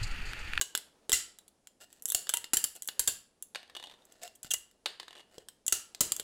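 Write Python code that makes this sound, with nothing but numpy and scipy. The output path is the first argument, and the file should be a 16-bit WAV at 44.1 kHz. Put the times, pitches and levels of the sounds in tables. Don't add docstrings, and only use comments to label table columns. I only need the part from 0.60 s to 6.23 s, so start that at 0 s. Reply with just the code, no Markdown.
import sys
import numpy as np
from scipy import signal
from scipy.fft import rfft, irfft
from scipy.io import wavfile
from scipy.ndimage import uniform_filter1d, minimum_filter1d

SR = 44100
rng = np.random.default_rng(int(sys.argv[2]) if len(sys.argv) > 2 else 0)


def master_out(mix):
    frames = np.transpose(np.atleast_2d(mix))
    ceiling = np.clip(frames, -1, 1)
    pcm = np.round(ceiling * 32767).astype(np.int16)
    wavfile.write(sys.argv[1], SR, pcm)


N = 248283
SIZE = 8192
T = np.arange(SIZE) / SR


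def undb(db):
    return 10 ** (np.asarray(db) / 20)


def unit(x):
    return x / np.sqrt(np.mean(x ** 2) + 1e-30)


def smooth_twice(x, size):
    return uniform_filter1d(uniform_filter1d(x, size=size), size=size)


def add(track, start_s, sound):
    i = max(int(start_s * SR), 0)
    track[i:i + len(sound)] += sound[:max(N - i, 0)]


def along(points, hz):
    f, value = np.transpose(points)
    return np.interp(np.log(hz + 1), np.log(f), value)


def bins(size):
    return np.fft.rfftfreq(size, 1 / SR)


def causal(gain):
    cepstrum = irfft(np.log(gain + 1e-12))
    cepstrum[1:SIZE // 2] *= 2
    cepstrum[SIZE // 2 + 1:] = 0
    return np.exp(rfft(cepstrum))


def lorentzian(hz, width_hz):
    return 1 / (1 + (2 * (bins(SIZE) - hz) / width_hz) ** 2)


def resonance(hz, width_hz, db):
    return np.sqrt(1 + undb(db) ** 2 * lorentzian(hz, width_hz))


SCATTER_DB = 3
DETUNE = .012
RIPPLE_DB = 2.6


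def body(colour, modes):
    f, power = bins(SIZE), 1
    for hz, width_hz, db in modes:
        level_shift, pitch_shift = rng.standard_normal(2)
        peak = undb(db + SCATTER_DB * level_shift) ** 2 * 2
        power = power + peak * lorentzian(hz * (1 + DETUNE * pitch_shift), width_hz)
    weak_modes = unit(smooth_twice(rng.standard_normal(len(f)), 26))
    return undb(along(colour, f) + RIPPLE_DB * weak_modes) * np.sqrt(power)


def fracture(crumble_s, crumble_db, burst_s=0.00095, grain_db=5):
    burst, grains = rng.standard_normal((2, SIZE))
    grain_levels = np.repeat(rng.standard_normal(SIZE // 32), 32)
    sizes = unit(undb(grain_db * grain_levels))
    crumbling = undb(crumble_db) * grains * sizes * np.exp(-T / crumble_s)
    return burst * np.exp(-T / burst_s) + crumbling


BAND_EDGES = [1200, 5500, 9000]


def strike(force, gain, band_db, span_s, evenness=0.18):
    band = np.searchsorted(BAND_EDGES, bins(SIZE))
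    push = rfft(force)
    ripple = np.sqrt(uniform_filter1d(np.abs(push) ** 2, size=15) + 1e-12)
    sounds = []
    for shape in (gain / ripple ** evenness, gain / ripple):
        power = np.bincount(band, np.abs(push * shape) ** 2) * 2 / (SIZE * span_s * SR)
        correction_db = np.asarray(band_db) - 10 * np.log10(power)
        balance_db = uniform_filter1d(correction_db[band], size=90)
        sounds.append(irfft(push * causal(shape * undb(balance_db))))
    return sounds


# pitch_hz, width_hz, level_db
PART_MODES = [(430, 110, -9.5), (950, 120, 1), (1660, 290, -1), (2017, 41, 3), (2830, 19, 10.5),
              (3070, 360, 4.5), (3550, 540, -0.5), (4080, 74, -5), (4600, 200, -3), (7256, 510, -2.5),
              (7900, 350, -4.5), (10240, 900, -4), (11040, 800, 3), (15000, 1100, -21)]
# pitch_hz, level_db
SNAP_COLOUR = [(30, -0.5), (150, 2), (330, 8), (600, 7), (1200, 0.5), (2400, -5.5), (3100, -4.5),
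               (4400, 3.5), (6000, 5), (7400, 10.5), (8900, 5.5), (12500, 2.5), (15600, 2.5),
               (17000, -29.5)]
# start_s, level_db, bass_db (relative to the snap), crumble_s, ring_db (added for wall and jaws)
SNAPS = [(0.5280, 5, -38.5, 0.0023, 6), (1.547, -4.5, -35.5, 0.00057, 1.5), (1.9340, -4, -28, 0.0055, -2.5),
         (1.9698, -6, -50, 0.00085, -5.5), (2.041, -11.5, -34.5, 0.0022, -3.5),
         (2.3942, -7, -31.5, 0.0051, -2), (2.4754, -3.5, -33, 0.0075, 0.5),
         (5.1238, -2, -33.5, 0.0026, -19), (5.4069, -1, -26.5, 0.0043, -4)]


def snaps(mid_db=-19.5, crack_db=-12, top_db=-17, dulling=.5, room_db=-12,
          thump_db=-34, thump_hz=42, thump_s=0.0064,
          wall_hz=2980, wall_width_hz=350, wall_db=4, jaw_hz=7600, jaw_width_hz=900, jaw_db=-1):
    out = np.zeros((2, N))
    thump = undb(thump_db) * np.sin(2 * np.pi * thump_hz * T) * np.exp(-T / thump_s)
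    for start_s, db, bass_db, crumble_s, ring_db in SNAPS:
        wall = resonance(wall_hz, wall_width_hz, wall_db + ring_db)
        jaws = resonance(jaw_hz, jaw_width_hz, jaw_db + ring_db)
        force = fracture(crumble_s, crumble_db=-5, burst_s=0.002)
        gain = body(SNAP_COLOUR, PART_MODES) * wall * jaws
        band_db = [bass_db, mid_db, crack_db, top_db - dulling * db]
        near, spill = strike(force, gain, band_db, span_s=0.0043)
        add(out[0], start_s, undb(db) * (near + thump))
        add(out[1], start_s, undb(db + room_db) * spill)
    return out


# start_s, length_s, level_db (before scatter)
SQUEEZES = [(1.47, 0.028, -33.5), (2.148, .02, -41), (2.223, 0.037, -41.5), (3.75, .012, -45.5),
            (5.573, 0.042, -62)]
TICK_PART_DB, TICK_RING_HZ, TICK_PING_HZ = -23, 3300, 8600


def ticks(count=3):
    rows = []
    for start_s, length_s, db in SQUEEZES:
        for k in range(count):
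            tick_s = start_s + length_s * (k + rng.random()) / count
            tick_db = db + SCATTER_DB * rng.standard_normal()
            rows.append((tick_s, tick_db, TICK_PART_DB, TICK_RING_HZ, TICK_PING_HZ))
    return rows


# pitch_hz, level_db
CRACK_COLOUR = [(30, -8), (150, -7.5), (400, 0), (1200, -2), (2400, -8.5), (3400, -3.5), (5500, -1),
                (7900, 5.5), (9200, -2.5), (11200, -3), (13200, -3.5), (15600, -6), (17000, -39.5)]
# start_s, level_db, part_db (share passed to the hollow part), ring_hz (wall), ping_hz (strut)
CRACKS = [(0.0123, -8.5, -16.5, 2950, 6650), (0.151, -15.5, -10.5, 3460, 7500),
          (0.1757, -21.5, -16, 4000, 8900), (0.495, -18.5, -14.5, 3800, 7900),
          (0.519, -13.5, -12.5, 3300, 7800), (0.787, -39, -14, 3900, 8600), (0.88, -45.5, -16, 4030, 9950),
          (1.072, -36.5, -15.5, 3180, 7040), (1.3282, -40.5, -19, 1430, 7630),
          (1.4226, -35.5, -26, 5360, 10600), (1.4559, -16, -27.5, 5130, 8100),
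          (1.4868, -27.5, -19.5, 3680, 11700), (1.5015, -16.5, -27.5, 3520, 7860),
          (1.5209, -20.5, -18.5, 3800, 11500), (1.67, -35.5, -7, 3340, 7100),
          (1.6927, -12.5, -16, 3030, 7760), (1.738, -10, -15, 3030, 8900), (1.7712, -17, -17.5, 2840, 7900),
          (1.8422, -30.5, -7, 2840, 7100), (2.0468, -26, -11.5, 4640, 11400),
          (2.222, -24, -25.5, 3100, 7500), (2.2754, -25.5, -30.5, 3550, 11200),
          (2.2872, -23, -8.5, 2960, 7130), (2.8248, -28, -26, 3500, 10030), (3.4528, -46, -30, 2900, 8100),
          (3.5227, -43, -18, 2840, 7350), (3.6773, -38.5, -9, 5360, 7100),
          (3.8304, -28.5, -24.5, 3070, 7640), (3.8461, -36, -11, 1400, 7410),
          (3.9369, -12, -28.5, 2920, 7400), (3.9402, -16.5, -14.5, 2870, 7430),
          (4.1124, -52, -13.5, 3730, 7440), (4.782, -38.5, -9.5, 3170, 6600),
          (4.8861, -33.5, -12, 3200, 8040), (5.065, -17.5, -32.5, 5180, 6900),
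          (5.0804, -10.5, -22, 2970, 6930), (5.348, -31.5, -10.5, 3980, 6220),
          (5.52, -10.5, -20, 4770, 7400), (5.5647, -21.5, -25, 3400, 7300),
          (5.5975, -21.5, -13, 3300, 7750)]


def cracks(bass_db=-15, crack_db=-12, top_db=-16.0, top_db_per_octave=17, usual_ping_hz=7500, room_db=-14.0,
           ring_width_hz=160, ring_db=8, ping_width_hz=600, ping_db=5):
    out = np.zeros((2, N))
    for start_s, db, part_db, ring_hz, ping_hz in [*CRACKS, *ticks()]:
        force = fracture(0.006, crumble_db=-12, burst_s=.001)
        wall = resonance(ring_hz, ring_width_hz, ring_db)
        strut = resonance(ping_hz, ping_width_hz, ping_db)
        gain = body(CRACK_COLOUR, PART_MODES) * wall * strut
        top = top_db + top_db_per_octave * np.log2(ping_hz / usual_ping_hz)
        band_db = db + np.array([part_db + bass_db, part_db, crack_db, top])
        near, spill = strike(force, gain, band_db, span_s=.004)
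        add(out[0], start_s, near)
        add(out[1], start_s, spill * undb(room_db))
    return out


# start_s, pitch_hz, level_db, decay_s
KNOCKS = [(0.4944, 430, -32, 0.0056), (1.548, 696, -34.5, .005), (1.738, 945, -39.5, 0.02),
          (1.934, 260.7, -31.5, 0.0033), (3.847, 200, -39, 0.0019), (4.781, 474, -36, 0.0037),
          (5.598, 449, -38, 0.0049)]


def knocks(room_db=-12):
    out = np.zeros(N)
    for start_s, hz, db, decay_s in KNOCKS:
        add(out, start_s, undb(db) * np.sin(2 * np.pi * hz * T) * np.exp(-T / decay_s))
    return np.array([out, out * undb(room_db)])


# pitch_hz, width_hz, level_db
PIECE_MODES = [(718, 43, -1.5), (1757, 260, 6.5), (2900, 39.5, 8), (3664, 480, -9), (4265, 312, -8),
               (4760, 160, -7)]
# pitch_hz, level_db
PIECE_COLOUR = [(30, -44), (150, -26.5), (350, -10.5), (1000, -8), (3500, 4.5), (4700, 3), (5800, -10.5),
                (11000, -10.5), (15600, -24), (17000, -67)]
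# start_s, level_db, flight_s (first hop), loss_db (per doubling of the landing count), ring_hz, ring_db
DROPS = [(2.948, -36.5, 0.082, 13.5, 3220, -5), (2.9575, -33, 0.14, 16.5, 2700, -8),
         (3.1507, -40, .076, 3, 3550, 10.5), (3.1663, -37, 0.092, 13.5, 3520, 14.5),
         (3.1984, -45, 0.14, 9.5, 3620, 7.5), (3.2388, -40.5, 0.15, 28, 3120, 10.5),
         (4.2588, -25.5, 0.14, 10, 3750, 0), (4.4304, -47, 0.077, 0.5, 3300, 7.5),
         (4.5664, -50.5, .0188, 0, 2920, 16)]
REBOUND = .587


def bounces(count=6, fade_db=1.5, bass_db=-7, bass_slope=0.17, usual_db=-42, treble_db=-11.0, top_db=-17,
            room_db=-10.0, ring_width_hz=340):
    out = np.zeros((2, N))
    for landing_s, first_db, flight_s, loss_db, ring_hz, ring_db in DROPS:
        for k in range(count):
            db = first_db - loss_db * np.log2(k + 1) - fade_db * k
            force = fracture(0.005, crumble_db=-7, burst_s=0.002)
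            gain = body(PIECE_COLOUR, PIECE_MODES) * resonance(ring_hz, ring_width_hz, ring_db)
            bass = bass_db - bass_slope * (db - usual_db)
            band_db = db + np.array([bass, 0, treble_db, top_db])
            near, spill = strike(force, gain, band_db, span_s=0.0035)
            add(out[0], landing_s, near)
            add(out[1], landing_s, spill * undb(room_db))
            landing_s = landing_s + flight_s * REBOUND ** k
    return out


# pitch_hz, width_hz, level_db
SLIDE_MODES = [(724, 81, 13.5), (1420, 82, 25), (1770, 170, 17.5), (2840, 47, 19), (3550, 510, -5),
               (7450, 560, -23)]
# pitch_hz, level_db
SCRAPE_COLOUR = [(30, -35), (200, -12), (650, -6), (1200, -26.5), (2800, -7.5), (4200, -1.5), (6000, 0),
                 (7800, 7.5), (9000, -5.5), (15600, -12.5), (17000, -41.5)]
# start_s, length_s (cut off after SIZE samples), level_db, bright_db
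SCRAPES = [(1.2, 0.052, -58.5, 1.5), (1.288, 0.13, -74, 3), (2.149, 0.03, -60, -1),
           (3.477, 0.22, -73, -1.5), (3.614, 0.061, -54.5, -0.5), (3.628, 0.011, -50, 7.5),
           (3.833, .047, -59, 2), (3.905, .019, -37, 8.5), (4.688, 0.14, -70, -1.5)]


def scrapes(usual_db=-60, usual_slips_per_s=1000, doubling_db=13, bass_db=-4, treble_db=-3, top_db=-8,
            slip_db=4, room_db=-12):
    out = np.zeros((2, N))
    for start_s, length_s, db, bright_db in SCRAPES:
        stroke = np.sqrt(np.sin(np.pi * np.minimum(T / length_s, 1)) + 1e-12)
        slips_per_s = usual_slips_per_s * 2 ** ((db - usual_db) / doubling_db)
        happens = rng.random(SIZE) < slips_per_s / SR
        sizes = undb(slip_db * rng.standard_normal(SIZE))
        slips = happens * sizes * rng.choice([-1, 1], SIZE)
        band_db = db + np.array([bass_db - 2 * bright_db, 0, treble_db + bright_db, top_db + bright_db])
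        near, spill = strike(slips * stroke, body(SCRAPE_COLOUR, SLIDE_MODES), band_db, span_s=length_s)
        add(out[0], start_s, near)
        add(out[1], start_s, spill * undb(room_db))
    return out


# start_s, length_s, first_hz, last_hz, level_db (peak)
SQUEAKS = [(1.497, .028, 3740, 3450, -42.5), (3.616, 0.061, 634, 720, -48),
           (3.905, .018, 4024, 2934, -28.5)]


def squeaks(jitter=.05, room_db=-20):
    out = np.zeros(N)
    for start_s, length_s, first_hz, last_hz, db in SQUEAKS:
        done = np.minimum(T / length_s, 1)
        glide_hz = last_hz + (first_hz - last_hz) * (1 - done) ** 2
        wobble = unit(uniform_filter1d(rng.standard_normal(SIZE), size=60))
        hz = glide_hz * (1 + jitter * wobble)
        tone = np.sin(2 * np.pi * np.cumsum(hz) / SR)
        add(out, start_s, undb(db) * np.sin(np.pi * done) * tone)
    return np.array([out, out * undb(room_db)])


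def noise(colour):
    return unit(irfft(rfft(rng.standard_normal(N)) * undb(along(colour, bins(N))), N))


# pitch_hz, level_db
SLEEVE_COLOUR = [(30, -19), (130, -8), (250, -3.5), (500, 2), (900, -5.5), (2000, -14), (6000, -17),
                 (15000, -30)]
# middle_s, length_s, level_db (sleeve rustle before rest level and flutter)
ARM_MOVES = [(0.351, 1, -71.5), (1.68, 0.5, -69), (2.35, 0.11, -67), (3.35, 0.68, -70), (4.606, 1, -77),
             (5.6, 0.42, -60)]


def sleeves(flutter_db=2, rest_db=-81):
    t = np.arange(N) / SR
    motion = undb(rest_db)
    for middle_s, length_s, db in ARM_MOVES:
        motion = motion + undb(db) * np.exp(-(2 * (t - middle_s) / length_s) ** 2)
    flutter = unit(smooth_twice(rng.standard_normal(N), 900))
    return noise(SLEEVE_COLOUR) * motion * undb(flutter_db * flutter - 1.5)


# pitch_hz, level_db
AIR_COLOUR = [(20, -3.5), (60, -2), (130, -5.5), (220, 0.5), (400, -3.5), (700, -8.5), (1200, -19),
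              (2600, -21.5), (10500, -19), (16000, -54.5)]


def air(level_db=-74):
    return undb(level_db) * noise(AIR_COLOUR)


# pitch_hz, t60_s
ROOM_DECAY = [(100, 0.63), (300, 0.3), (800, 0.41), (2000, 0.38), (5000, 0.34), (8000, 0.29), (15000, 0.24)]


def room(x, gap_s=0.003, build_s=0.0013, table_s=0.008, table_db=-11):
    t = np.arange(SR // 2) / SR
    spectrum, f = rfft(rng.standard_normal(len(t))), bins(len(t))
    octave = np.round(np.log2(np.maximum(f, 125) / 125))
    tail = np.zeros(len(t))
    for k in np.unique(octave):
        t60_s = along(ROOM_DECAY, 125 * 2 ** k)
        tail += irfft(spectrum * (octave == k), len(t)) * undb(-60 * t / t60_s)
    tail = tail * np.clip((t - gap_s) / build_s, 0, 1)
    tail = tail / np.sqrt(np.sum(tail ** 2))
    tail[int(table_s * SR)] += undb(table_db)
    return signal.fftconvolve(x, tail)[:N]


def scene():
    direct, spill = snaps() + cracks() + knocks() + bounces() + scrapes() + squeaks()
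    return (direct + room(spill) + sleeves() + air())[None]


def record(dry, ceiling=.235, top_hz=15900):
    need = np.minimum(1, ceiling / (np.abs(dry) + 1e-9))
    gain = uniform_filter1d(minimum_filter1d(need, size=17), size=17)
    low_pass = signal.ellip(8, .2, 70, top_hz, fs=SR, output="sos")
    return signal.sosfilt(low_pass, dry * gain)


dry = scene()
out = record(dry)
master_out(out)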